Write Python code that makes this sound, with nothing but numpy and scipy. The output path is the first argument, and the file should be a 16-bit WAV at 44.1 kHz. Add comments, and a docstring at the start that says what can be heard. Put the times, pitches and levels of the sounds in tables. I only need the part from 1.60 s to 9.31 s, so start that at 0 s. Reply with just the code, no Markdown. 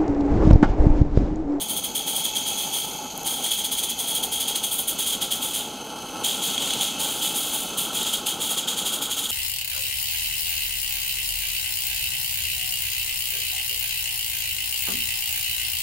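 """Small live-steam locomotive in a snowy garden

A model engine creeps nearer along its line, its wheels slipping and twice stalling.
Each exhaust beat is a jet of wet steam (shaped noise) that rings the chimney; water spits in it.
Separate bright clicks tick now and then.
Underneath, the gas burner roars in the flue, a little steam leaks all the time, and the outdoors rumbles.
"""
import sys
import numpy as np
from scipy import signal
from scipy.fft import rfft, irfft
from scipy.io import wavfile
from scipy.ndimage import map_coordinates

SR = 44100
rng = np.random.default_rng(int(sys.argv[2]) if len(sys.argv) > 2 else 0)


def wrap_up_sound(samples):
    """Save the sound to the file named by the first command line argument, as 16-bit audio."""
    columns = np.atleast_2d(samples).T
    # keep every value between -1 and 1, then stretch to whole-number steps
    tamed = np.clip(columns, -1, 1)
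    steps = np.round(tamed * 32767).astype(np.int16)
    wavfile.write(sys.argv[1], SR, steps)


N = 340011
TIME = np.arange(N) / SR
FREQS = np.maximum(np.fft.rfftfreq(N, 1 / SR), 1)

# How the engine draws near. Each row: time in seconds, closeness from 0 (afar) to 1 (close by).
APPROACH = [(0, 0.01), (1.5, 0.1), (2.5, 0.1), (3.7, 0.54), (4.3, 0.95), (7.7, 1)]
# Tones at which the chimney rings.
# Each row: pitch in Hz, width in Hz, strength from afar in relative dB, strength close by in relative dB.
CHIMNEY_MODES = [(2320, 320, -23.5, -22), (2995, 290, -32, -7.5), (3255, 158, 4.5, 2), (3450, 89, -2.5, -3),
                 (3770, 300, -11.5, -6.5), (4430, 400, -15, -16.5), (6440, 380, -7, -11.5),
                 (7014, 660, -14, -7.5), (8160, 510, -15.5, -10.5), (9230, 890, -7.5, -8.5),
                 (9840, 470, -9, -6.5), (12000, 320, -37, -15), (13400, 760, -21, -12.5)]


def from_db(db):
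    """Turn decibels into a gain."""
    return 10 ** (np.asarray(db) / 20)


def rms_one(x):
    """Scale a signal to an average (rms) level of 1."""
    return x / np.sqrt(np.mean(x ** 2) + 1e-20)


def in_time(rows):
    """Join the points of each column with straight lines, giving a value at every sample."""
    seconds, *columns = np.transpose(rows)
    return [np.interp(TIME, seconds, column) for column in columns]


def slope(points):
    """Power spectrum drawn through (Hz, dB) points."""
    hz, db = np.transpose(points)
    return from_db(np.interp(np.log(FREQS), np.log(hz), db)) ** 2


def resonances(modes):
    """Power spectrum of steep-sided resonances, each given as (Hz, width in Hz, dB)."""
    return sum(from_db(db) ** 2 / (1 + ((FREQS - hz) / width) ** 2 * 2) ** 2 for hz, width, db in modes)


def noise(power):
    """Random turbulence with a given power spectrum, at rms 1."""
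    white = rfft(rng.standard_normal(N))
    return rms_one(irfft(white * np.sqrt(power), N))


def drift(rate_hz):
    """Random wandering with spread 1, mostly slower than the given rate."""
    return noise(1 / (1 + (FREQS / rate_hz) ** 2) ** 2)


def impulses(rows):
    """One single-sample click for each (seconds, dB) row."""
    out = np.zeros(N)
    for seconds, db in rows:
        out[int(seconds * SR)] += from_db(db)
    return out


def outdoor_rumble():
    """Low outdoor noise, strongest in the deep bass."""
    # Each row: frequency in Hz, level in relative dB.
    spectrum = [(15, -14), (25, -8), (38, -7), (60, -4.5), (100, -7.5), (200, -23), (600, -39), (4000, -70)]
    return from_db(-57) * noise(slope(spectrum))


def garden(x, t60_s):
    """Fence and shrubs scatter the sound into a brief tail of shaped noise that dies by 60 dB in t60_s."""
    # Colour of the scatter. 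Each row: frequency in Hz, level in relative dB.
    colour = [(100, 0.5), (700, 3), (1300, -31), (2400, 4), (8000, 5.5), (15000, -17)]
    fade = from_db(-60 * TIME / t60_s)
    tail = noise(slope(colour)) * fade * (TIME > .006)   # starts 6 ms late
    tail /= np.sqrt(np.sum(tail ** 2))
    return signal.fftconvolve(x, tail[:SR // 2])[:N]


def pipe_noise(modes, hiss):
    """Jet noise in a pipe, blended from a far colour to a near one as the engine approaches."""
    near = np.clip(in_time(APPROACH)[0], 0, 1)
    far_modes = [(hz, width, far_db) for hz, width, far_db, close_db in modes]
    near_modes = [(hz, width, close_db) for hz, width, far_db, close_db in modes]
    far_noise = noise(slope(hiss) + resonances(far_modes))
    near_noise = noise(slope(hiss) + resonances(near_modes))
    return np.sqrt(1 - near) * far_noise + np.sqrt(near) * near_noise


def burner(roar_level_db, upper_level_db, flutter_db, surge_db):
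    """The gas flame roars, surges and flutters, and the flue resonates with it."""
    # Each row: time in seconds, then flame roar, low flue and upper flue, all in dB.
    levels = [(0.0, -41, -45, -52), (1.0, -42, -42.5, -50.5), (1.74, -40.5, -40, -47),
              (2.0, -43, -45.5, -51.5), (2.75, -42, -42.5, -49), (3.5, -42, -46.5, -46.5),
              (4.25, -40, -41.5, -45.5), (4.62, -37.5, -39, -40), (4.72, -40, -45, -46),
              (5.05, -39, -41, -43.8), (6.35, -38.5, -42.5, -42.5), (6.52, -40.5, -44, -43),
              (7.0, -39.5, -43.5, -42.5), (7.71, -42.5, -48.5, -43)]
    # Roar of the flame. Each row: frequency in Hz, level in relative dB.
    roar_spectrum = [(50, -33), (100, -13.5), (150, -5.5), (200, -1), (270, 0.5), (370, -4.5), (460, -3),
                     (550, -6), (680, -5.5), (780, -8), (950, -10), (1500, -29), (1900, -33), (3000, -51)]
    # Low and upper flue tones. 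Each row: pitch in Hz, width in Hz, strength in relative dB.
    low_modes = [(790, 63, -5), (857, 55, -1)]
    upper_modes = [(1093, 85, -1), (1318, 72, 3), (1400, 200, -1)]
    flame_db, low_db, upper_db = in_time(levels)
    roar = from_db(flame_db + roar_level_db) * noise(slope(roar_spectrum))
    low_ring = from_db(low_db) * noise(resonances(low_modes))
    upper_ring = from_db(upper_db + upper_level_db) * noise(resonances(upper_modes))
    wander_db = flutter_db * drift(rate_hz=29) + surge_db * drift(rate_hz=2.3)
    return (roar + low_ring + upper_ring) * from_db(wander_db)


def draught(flutter_db):
    """Hot gas and leaking steam hiss up the chimney all the time, with a fast flutter."""
    # Each row: time in seconds, level in dB before flutter.
    levels = [(0, -38.5), (1.0, -33), (1.5, -37), (2.4, -36.5), (3.6, -38), (4.3, -39.5), (5.0, -34.5),
              (6.6, -38), (7.7, -43.5)]
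    # Each row: pitch in Hz, width in Hz, strength from afar and strength close by, both in relative dB.
    modes = [(2245, 200, -8, -9.5), (2608, 83, -1, 1), (3005, 180, -3.5, 2), (3220, 140, 4, 2),
             (4240, 660, -5.5, -6.5), (6270, 230, 3, 0), (6700, 350, 1.5, -28), (8000, 590, -16, -14),
             (9560, 810, -11, -9), (11800, 280, -4, -18), (13200, 630, -12, -14)]
    # Each row: frequency in Hz, level in relative dB.
    hiss = [(1000, -25), (2000, -35.5), (3500, -15), (5500, -15), (10600, -19), (12000, -22), (15500, -24)]
    level_db = in_time(levels)[0] + flutter_db * drift(rate_hz=130)
    return from_db(level_db) * pipe_noise(modes, hiss)


def reflected(x):
    """Short echoes off boiler, snow and wall slide as the engine moves, and comb the hiss."""
    # Each row: delay from afar in seconds, delay close by in seconds, level relative to direct sound in dB.
    echoes = [(.00106, 0.001095, -38), (.00125, 0.00163, -36), (.00205, .0019, -30), (.0039, .0033, -17)]
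    near = in_time(APPROACH)[0]
    out, power = x, 1
    for far_s, close_s, db in echoes:
        delay = far_s + (close_s - far_s) * near
        out = out + from_db(db) * map_coordinates(x, [(TIME - delay) * SR], order=3)
        power += from_db(db) ** 2
    return out / np.sqrt(power)


def chimney_ring(push):
    """The chimney's resonances answer a sudden push and die away, narrow ones slowest."""
    out = np.zeros(N)
    for k, (hz, width, far_db, close_db) in enumerate(CHIMNEY_MODES):
        r = np.exp(-np.pi * width / SR)
        ring = signal.lfilter([1, 0, -1], [1, -2 * r * np.cos(2 * np.pi * hz / SR), r * r], push)
        sign = (-1) ** k   # neighbouring tones push opposite ways
        out += sign * from_db(far_db) * (1 - r * r) / 2 * ring
    return out


def ticks(hz, fade_s, snap_db, body_db):
    """Dry, very bright clicks die within a millisecond, with a light ring at the chimney's pitches."""
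    # Each row: time in seconds, strength in relative dB.
    tick_list = [(1.5775, -8), (1.604, -27), (1.633, -14), (1.651, -15), (4.252, -27), (4.604, -21),
                 (6.333, -15), (6.347, -22), (6.4318, -6)]
    r, w = np.exp(-1 / (fade_s * SR)), 2 * np.pi * hz / SR
    clicks = impulses(tick_list) + 1e-18   # tiny offset keeps the filters quick
    snap = signal.lfilter([1, -1], [1, -2 * r * np.cos(w), r * r], clicks)
    return from_db(snap_db) * snap + from_db(body_db) * chimney_ring(clicks)


def spits(flow, drop_db, burst_s):
    """Water drops burst in the blast pipe: a few milliseconds of spray that ring the chimney."""
    # Wetness of the steam. Each row: time in seconds, random drops per second.
    wetness = [(0, 22), (1.6, 16), (2.0, 110), (3.0, 43), (4.5, 29), (5.05, 90), (5.5, 30), (7.7, 30)]
    # Extra spits at set times. Each row: time in seconds, strength in relative dB.
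    spit_list = [(1.6754, -4), (1.863, -1.5), (2.1824, -11), (2.3042, -26), (2.9567, -2), (3.039, -6),
                 (3.4635, -16), (3.7398, -13), (4.9124, -17), (4.9784, -2.5), (5.022, -12), (5.0744, -5),
                 (5.1061, -2), (5.1355, -1), (5.2101, -1)]
    born = rng.random(N) < in_time(wetness)[0] / SR
    size_db = drop_db + np.clip(rng.standard_normal(N), -2, 1)
    drops = born * from_db(size_db) * (flow + 0.003)   # stronger flow, stronger drops
    bursts = drops + impulses(spit_list) + 1e-18
    spray = signal.lfilter([1], [1, -np.exp(-1 / (burst_s * SR))], bursts)
    return chimney_ring(spray * rng.choice([-1, 1], N))


def steam_flow(lap_s, closing_s):
    """The port opens, the cylinder empties, and the port shuts as the next one opens."""
    # Each row: start in seconds, level in relative dB, time for the flow to fall to about a third in seconds.
    beats = [(-0.007, -24, 0.048), (0.076, -24, 0.066), (0.154, -23.5, 0.035), (0.224, -24.0, 0.04),
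             (0.342, -22.5, 0.066), (0.458, -24, 0.121), (0.546, -23, 0.084), (0.632, -23, 0.053),
             (0.743, -23.5, 0.071), (0.848, -24.5, 0.12), (0.951, -25.5, 0.16), (1.119, -24, 0.15),
             (1.644, -24, 0.2), (1.82, -24, 0.11), (1.905, -22, 0.074), (1.969, -23.6, 0.042),
             (2.035, -22.5, 0.034), (2.109, -22.5, 0.047), (2.164, -23.3, 0.062), (2.226, -21.5, 0.036),
             (2.284, -23, 0.029), (2.374, -23.5, 0.081), (2.466, -23, 0.078), (2.541, -22, 0.049),
             (2.623, -22, 0.035), (2.708, -23.5, 0.1), (2.79, -23, 0.054), (2.87, -22, 0.052),
             (2.946, -22.5, 0.038), (3.026, -22.5, 0.056), (3.104, -23, 0.077), (3.178, -22.5, 0.045),
             (3.27, -22, 0.055), (3.377, -23, 0.097), (3.456, -23, 0.14), (3.516, -23.0, 0.037),
             (3.606, -22.5, 0.046), (3.705, -22, 0.062), (3.802, -24.5, 0.12), (3.93, -23.5, 0.086),
             (4.631, -22.5, 0.15), (4.813, -24.0, 0.18), (4.968, -26.5, 0.499), (5.205, -22.5, 0.085),
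             (5.379, -24.5, 0.3), (5.609, -23.1, 0.149), (5.737, -24, 0.23), (5.912, -24.5, 0.15),
             (6.166, -23, 0.1), (6.318, -25.5, 0.32), (6.436, -25, 0.11), (6.522, -23, 0.053),
             (6.655, -22, 0.065), (6.79, -24.5, 0.17), (6.89, -22.9, 0.066), (6.962, -23.5, 0.052),
             (7.069, -23, 0.062), (7.156, -24.5, 0.076), (7.241, -24, 0.092), (7.316, -24, 0.054),
             (7.409, -23, 0.053), (7.492, -24, 0.054), (7.558, -24, 0.083), (7.618, -24.5, 0.052),
             (7.683, -23.5, 0.048)]
    flow = np.zeros(N)
    next_starts = [row[0] for row in beats[1:]] + [2 * TIME[-1]]
    for (start, db, emptying_s), next_start in zip(beats, next_starts):
        # A -23.5 dB beat opens in 20.5 ms; every 2.5 dB more halves that.
        opening_s = .0205 * 2 ** ((-23.5 - db) / 2.5)
        shut = next_start + lap_s
        live = slice(max(int(start * SR), 0), int(shut * SR))
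        age = TIME[live] - start
        port = np.clip(age / opening_s, 0, 1) * np.clip((shut - TIME[live]) / closing_s, 0, 1)
        flow[live] += from_db(db) * port * np.exp(-np.maximum(age - opening_s, 0) / emptying_s)
    return flow


def exhaust(flow, level_db, sputter_db, edge_hz, brightening, colour_wander_db):
    """The blast rings the chimney and sputters; a faster jet is brighter, and treble eases as it nears."""
    # Broad hiss of the blast jet. Each row: frequency in Hz, level in relative dB.
    hiss = [(100, -45), (300, -25.5), (900, -26.5), (1800, -26.5), (2600, -20), (5000, -17), (5700, -23.5),
            (8000, -28), (10600, -22), (11200, -15.5), (12500, -17), (14000, -16.5), (15500, -16)]
    jet = pipe_noise(CHIMNEY_MODES, hiss)
    top = irfft(rfft(jet) / (1 + (edge_hz / FREQS) ** 16), N)
    body = jet - top
    speed = flow / np.sqrt(np.mean(flow ** 2))
    treble_db = 2.0 - 3.5 * in_time(APPROACH)[0]   # from 2 dB afar to -1.5 dB close by
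    treble_db = treble_db + colour_wander_db * drift(rate_hz=1.7)
    tilt = from_db(treble_db / 2)   # half lifts the top, half lowers the body
    blast = body / tilt + top * tilt * speed ** brightening
    return flow * blast * from_db(level_db + sputter_db * drift(rate_hz=120))


def scene():
    """The engine is straight ahead in stereo, with only a faint, brief scatter at the sides."""
    roar = burner(roar_level_db=0.63, upper_level_db=-0.73, flutter_db=1.55, surge_db=.5)
    leak = draught(flutter_db=1.5)
    flow = steam_flow(lap_s=.02, closing_s=.025)
    water = spits(flow, drop_db=5.5, burst_s=0.0026)
    blast = exhaust(flow, level_db=-0.13, sputter_db=1.0, edge_hz=8100,
                    brightening=0.51, colour_wander_db=2.2)
    steam = reflected(blast + leak + water)
    engine = steam + roar + ticks(hz=10600, fade_s=.00009, snap_db=-2, body_db=3)
    middle = engine + outdoor_rumble()
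    # Added on the left and subtracted on the right, this gives width.
    side = from_db(-29.0) * garden(engine, t60_s=0.08) + from_db(-11) * outdoor_rumble()
    return np.array([middle + side, middle - side])


def record(dry):
    """A steep low-pass filter removes the highest treble, above 15650 Hz."""
    low_pass = signal.ellip(12, .1, 90, 15650, fs=SR, output="sos")
    return signal.sosfilt(low_pass, dry)


dry = scene()
out = record(dry)
wrap_up_sound(out)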